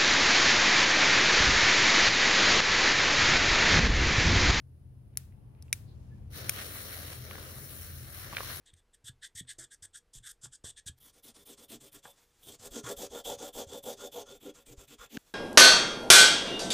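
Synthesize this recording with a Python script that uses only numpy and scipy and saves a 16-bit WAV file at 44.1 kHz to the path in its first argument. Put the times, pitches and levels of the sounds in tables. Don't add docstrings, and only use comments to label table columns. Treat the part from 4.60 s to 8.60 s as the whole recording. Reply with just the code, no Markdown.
import sys
import numpy as np
from scipy import signal
from scipy.fft import rfft, irfft
from scipy.io import wavfile
from scipy.ndimage import uniform_filter1d

SR = 44100
rng = np.random.default_rng(int(sys.argv[2]) if len(sys.argv) > 2 else 0)


def boost(x):
    u = np.asarray(x, float) / 20
    return 10 ** u


def to_wav(s):
    ch = np.atleast_2d(s).T
    pcm = np.round(np.clip(ch, -1, 1) * 32767)
    wavfile.write(sys.argv[1], SR, pcm.astype(np.int16))


N = 176400
T = np.arange(N) / SR
HZ = np.arange(N // 2 + 1) * SR / N + 1e-3

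# start_s, peak_db, rattle_s, knocks
LIGHTER_CLICKS = [
    (.5726, -14, .0005, 3),
    (1.0245, -41, .0008, 2),
    (1.1283, -10.5, .0008, 3),
    (1.8937, -11.5, .0026, 6),
]


def unit(x):
    return x / np.sqrt(np.mean(x ** 2))


def colour(table):
    f, db = np.array(table).T
    points_hz = np.r_[f[0] / 2, f, f[-1] * 2]
    points_db = np.r_[db[0] - 20, db, db[-1] - 20]
    return boost(np.interp(np.log(HZ), np.log(points_hz), points_db))


def bell(hz, width):
    return np.exp(-.5 * ((HZ - hz) / (width / 2)) ** 2)


def walk(rate):
    k = int(SR / rate)
    levels = rng.standard_normal(N // 40)[:N // k + 2]
    held = np.repeat(levels, k)[:N + k]
    return 0.87 * uniform_filter1d(uniform_filter1d(held, k), k)[:N]


def ring(knocks, hz, t60):
    r = np.exp(-np.log(1000) / (t60 * SR))
    w = 2 * np.pi * hz / SR
    return signal.lfilter([np.sin(w)], [1, -2 * r * np.cos(w), r * r], knocks)


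def add(out, s, sound, db):
    i = int(s * SR)
    out[i:i + len(sound)] += (sound * boost(db) / np.abs(sound).max())[:N - i]


def ports():
    # centre_hz, width_hz, gain_db
    left_port = [(900, 255, -6.5), (1280, 1300, 4.5), (4730, 1100, 0.5), (7380, 280, -1), (9280, 260, 7),
                 (10560, 2800, 6), (12610, 1100, 0), (14200, 410, -7.5)]
    right_port = [(1100, 1100, -2), (1990, 980, 4.5), (3930, 490, 1), (5060, 100, -0.5), (8300, 330, -11),
                  (9300, 670, -6.5), (12200, 1300, -0.5), (14900, 330, -12.5)]
    gains_db = [sum(g * bell(hz, w) for hz, w, g in port) for port in (left_port, right_port)]
    cepstrum = irfft(np.log(boost(np.array(gains_db))), N)
    cepstrum[:, 1:N // 2] *= 2
    cepstrum[:, N // 2 + 1:] = 0
    return np.exp(rfft(cepstrum))


def traffic():
    # freq_hz, density_db
    rumble_curve = [(25, -35.5), (42, -1.5), (110, -4), (160, -11), (300, -20), (700, -33.5), (1300, -43.5),
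                    (3000, -49.5)]
    # centre_hz, width_hz, level_db
    drone_lines = [(82.6, 2.4, 2), (101, 18, -11.5), (125.25, 7.5, -4), (203.1, 1.6, -11),
                   (140.5, 15, -17.5)]
    # time_s, level_db
    traffic_swell = [(0.0, -53), (0.23, -51), (1.05, -47.5), (1.14, -47.5), (1.169, -46.5), (1.54, -44),
                     (2.35, -48.5), (3.9, -46), (4.0, -47)]
    gain = colour(rumble_curve) + sum(boost(db + 8) * bell(hz, w) for hz, w, db in drone_lines)
    mid, side = (rfft(rng.standard_normal(N)) * gain for _ in range(2))
    side = side * np.clip(HZ / 700, .22, 1)
    pair = irfft(np.array([mid + side, mid - side]), N)
    t, db = np.array(traffic_swell).T
    balance_db = np.array([[1.2], [-1.2]])
    return unit(pair) * boost(np.interp(T, t, db) + balance_db)


def microphone_hiss():
    # freq_hz, density_db
    hiss_curve = [(300, -17.5), (2000, -8.5), (5000, -2), (8000, -8.5), (9200, 4), (11200, 3),
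                  (12300, -3.5), (16000, -4.5)]
    noise = irfft(rfft(rng.standard_normal((2, N))) * colour(hiss_curve), N)
    return unit(noise) * boost(-80)


def rustles():
    # start_s, length_s, level_db, centre_hz, width_hz
    rubs = [
        (.94, .19, -82, 2400, 1500),
        (1.02, .1, -80, 9000, 9000),
        (1.25, .11, -76.5, 4000, 1100),
        (1.26, .05, -83, 4900, 400),
        (1.48, .12, -81, 1730, 70),
        (.7, .07, -83, 2200, 1500),
        (1.1, .7, -83, 5000, 7000),
        (.4, 1.4, -79, 800, 600),
        (3.86, .1, -59, 1500, 900),
    ]
    out = 0
    for s, length, db, hz, width in rubs:
        grains = rng.standard_normal((2, N)) * boost(3.0 * walk(140))
        resonance = 1 / (1 + ((HZ - hz) / (width / 2)) ** 2)
        rub = unit(irfft(rfft(grains) * resonance, N))
        swell = np.sin(np.pi * np.clip((T - s) / length, 0, 1))
        out = out + rub * boost(db) * swell
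    return out


def pops():
    # start_s, peak_db, pitch_hz, ring_t60_s
    pop_events = [(0.533, -66, 3000, .004), (0.5565, -57, 10000, .002), (0.539, -62, 2490, .004),
                  (0.556, -56.5, 2143, 0.0043), (0.724, -58.5, 2140, 0.012), (0.95, -58.5, 2500, 0.015),
                  (1.082, -55, 2660, 0.03), (1.0205, -56.5, 9210, 0.0022), (1.059, -59, 9500, .002),
                  (1.094, -62, 8500, 0.0016), (1.095, -60.5, 2700, 0.01), (2.156, -36, 900, 0.013),
                  (2.7112, -29.5, 2120, 0.0044), (2.712, -37, 1050, 0.007), (2.83, -39.5, 1400, 0.0094),
                  (2.755, -32.5, 1430, 0.0054), (2.782, -36.5, 1100, 0.012), (3.7245, -40, 1150, 0.03),
                  (3.728, -31, 1160, 0.028), (3.734, -29, 990, 0.0092), (3.7495, -27.5, 2750, 0.0091),
                  (3.7684, -24, 1630, 0.015), (3.769, -15, 2470, 0.0067), (3.7692, -32.5, 3100, .008),
                  (3.7819, -25.5, 1780, 0.0078), (3.786, -26.5, 2550, 0.0064), (3.806, -22.5, 1167, 0.025),
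                  (3.8062, -36, 664, 0.0086), (3.81, -29, 1150, 0.017), (3.832, -31, 1100, .015),
                  (3.846, -38, 1200, 0.013), (3.879, -38, 1310, 0.045), (3.904, -36, 1630, 0.043),
                  (3.924, -35, 1610, .015)]
    out = np.zeros(N)
    for s, db, hz, t60 in pop_events:
        snap = rng.standard_normal(2048) * np.exp(-T[:2048] / 0.0019) * 0.066
        snap[0] = -1
        burst = ring(snap, hz, t60) + boost(9.0) * ring(snap, 1.2 * hz, .002)
        add(out, s, burst, db)
    return out


def lighter():
    # mode_hz, level_db, t60_s
    release_modes = [(970, -18.5, 0.0023), (2184, -14.5, .005), (2870, -18.5, 0.004), (4200, -18, .004),
                     (5860, -6.5, 0.0051), (6810, -8, .007), (9500, -6, 0.0045), (10100, -1.5, 0.0052),
                     (11170, -4, 0.0065), (12600, -10, .006), (14500, -3.5, .005), (16200, -16, .004)]
    thumb_modes = [(1990, -13, .005), (3960, -7, .003), (5230, 2.5, .004), (6400, -8, .004),
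                   (8370, -1, .004), (9500, -3, .006), (10500, -4, 0.0085), (11230, -6.5, .006),
                   (13100, -7, .006), (15200, -11, .004)]
    press_modes = [(2325, -1.5, 0.0059), (2390, -22, .025), (3820, -7, 0.0037), (5060, -11.5, 0.0063),
                   (5900, -4, .006), (7100, -9, .006), (8830, -2, 0.0067), (10320, -4, .006),
                   (11300, -5.5, .005), (13220, -10.5, 0.0034), (12700, -14, 0.0067),
                   (14270, -14.5, 0.0036), (15760, -13, .005)]
    let_go_modes = [(715, -19, 0.0028), (1400, -10, 0.0027), (2360, 0.5, 0.0024), (3360, -1, 0.0018),
                    (5370, -1, 0.003), (6140, -4, 0.0044), (7020, -2, 0.0037), (8775, 3, 0.0032),
                    (9810, -3, 0.0035), (10580, 0.5, 0.0038), (11800, -1.5, 0.005), (12700, 0, 0.003),
                    (13430, -2, 0.0044), (15400, -6, .004)]
    grips = (release_modes, thumb_modes, press_modes, let_go_modes)
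    out, t = np.zeros(N), T[:2048]
    for (s, db, length, count), modes in zip(LIGHTER_CLICKS, grips):
        count = round(count)
        at = (np.arange(count) / count * length * SR).astype(int)
        bare_crack = np.diff(rng.standard_normal(2049)) * np.exp(-t / length)
        sound = boost(-17) * bare_crack
        chance = rng.random((14, 12))
        for (hz, mode_db, t60), row in zip(modes, chance):
            knocks = np.zeros(2048)
            knocks[at] = 0.3 + row[:len(at)]
            swell = signal.lfilter([1], [1, -boost(-60 / (t60 * SR))], knocks)
            sound = sound + boost(mode_db) * swell * np.sin(2 * np.pi * (hz * t + row[-1]))
        add(out, s, sound, db)
    return out


def click_cracks():
    cracks = np.zeros(N)
    for s, db, _, _ in LIGHTER_CLICKS:
        cracks[int(s * SR)] = boost(db + 13)
    return cracks


def fuse():
    # time_s, low_flutter_db, flame_roar_db, gas_jet_db
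    burn = [(1.697, -60, -75.5, -75), (1.742, -61, -54, -54.5), (1.78, -47.5, -50.5, -51.5),
            (1.84, -47.5, -51, -55), (1.93, -51.5, -50.5, -50), (2.0, -50, -45.5, -47),
            (2.06, -52, -52, -49), (2.32, -51.5, -52, -50.5), (2.53, -52, -52, -53),
            (2.61, -55, -58.5, -56.5), (2.75, -49.5, -52, -55), (3.02, -54.5, -58, -51.5),
            (3.25, -58.5, -58, -52), (3.47, -60.5, -60, -55.5), (3.62, -56.5, -52.5, -50.5),
            (3.7, -54, -54, -55.5), (3.9, -53, -46.5, -47.5), (4.0, -54.5, -53, -51)]
    # freq_hz, density_db
    roar_curve = [(150, -4), (300, -4), (600, -4), (900, -10.5), (1400, -7), (2500, -9), (4200, -7.5),
                  (7000, -22)]
    jet_curve = [(3000, -21), (5600, 1.5), (8000, -7), (9300, -2), (11500, 0.5), (13500, -1), (15300, 5.5),
                 (16500, -14)]
    # centre_hz, width_hz, gain_db
    burn_notches = [(2450, 400, -2.5), (3520, 136, -4.5), (4750, 130, -8), (6380, 280, -2.5),
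                    (7480, 250, -5), (8360, 260, -5), (4980, 120, -9.5), (10000, 450, -3),
                    (13700, 1100, 1.5)]
    # freq_hz, unshared_db
    apart_curve = [(200, -5), (600, -6.5), (1000, 11), (5000, 5.5), (13000, 13), (14500, 22), (15300, -7),
                   (17000, -11)]
    control_hz = (500, 1100, 5000, 8500)
    lag_s, grit_db, flicker_db, wander_db = -.0002, 2, 2, 0.3

    t, flutter_db, roar_db, jet_db = np.array(burn).T
    sparks = boost(grit_db * walk(500))
    both, left, right = rfft(rng.standard_normal((3, N)) * sparks)
    apart = colour(apart_curve)
    lagged = both * np.exp(-2j * np.pi * HZ * lag_s)
    pair = np.array([lagged + apart * left, both + apart * right]) / np.hypot(1, apart)
    notch_db = sum(g * bell(hz, w) for hz, w, g in burn_notches)
    shape = np.hypot(colour(roar_curve), boost(-11.5) * colour(jet_curve)) * boost(notch_db)
    spec = pair * shape * ports()

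    out, shared = 0, walk(1.9)
    for octave in np.arange(6.5, 14.6, .5):
        share = np.cos(np.pi * np.clip(np.log2(HZ) - octave, -.5, .5)) ** 2
        shared = 1.057 * shared + .5 * walk(3.37)
        low = np.interp(octave, np.log2(control_hz), (1, 0, 0, 0))
        high = np.interp(octave, np.log2(control_hz), (0, 0, 0, 1))
        band_db = low * flutter_db + high * jet_db + (1 - low - high) * roar_db
        db = np.interp(T, t, band_db) + wander_db * shared + flicker_db * walk(24.91)
        out = out + irfft(spec * share, N) * boost(db)
    catch = np.clip((T - t[0]) / 0.01, 0, 1)
    return out * catch * boost(17.5)


def diffuse_echo(t60):
    t = T[:SR // 2]
    tail = rng.standard_normal(len(t)) * boost(-60 * t / t60) * (t > .0015)
    return rfft(unit(tail) / np.sqrt(len(t)), N)


def heard(x, pan_db, lag_s, crack):
    early_db, early_t60_s = -13, .03
    late_db, late_t60_s = -23, 0.37
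    out = []
    for shape, lag, db in zip(ports(), (lag_s, 0), (pan_db / 2, -pan_db / 2)):
        direct = np.exp(-2j * np.pi * HZ * lag)
        near = rfft(x) * (direct + boost(early_db) * diffuse_echo(early_t60_s))
        tail = rfft(crack) * boost(late_db) * diffuse_echo(late_t60_s) * np.clip(HZ / 1500, 0, 1)
        out.append(irfft((near + tail) * np.sqrt(shape) * boost(db), N))
    return np.array(out)


def scene():
    clicks = irfft(rfft(lighter()) * np.clip(HZ / 900, .12, 1), N) * boost(2)
    sputter = irfft(rfft(pops()) * np.clip(HZ / 600, 0, 1) ** 2, N)
    near = heard(clicks, 2.0, -.000025, click_cracks()) + heard(sputter, -.6, .00007, sputter)
    pan = boost(np.array([[.6], [-.6]]))
    steady = (fuse() + boost(4.5) * rustles()) * pan + traffic() + microphone_hiss()
    top = signal.ellip(12, .2, 60, 15760, fs=SR, output="sos")
    return signal.sosfilt(top, steady) + near


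def band_limit(x):
    return signal.sosfilt(signal.butter(12, 16970, fs=SR, output="sos"), x)


def record(dry):
    top = signal.cheby1(8, .5, 16000, fs=SR, output="sos")
    return band_limit(signal.sosfilt(top, dry))


dry = scene()
out = record(dry)
to_wav(out)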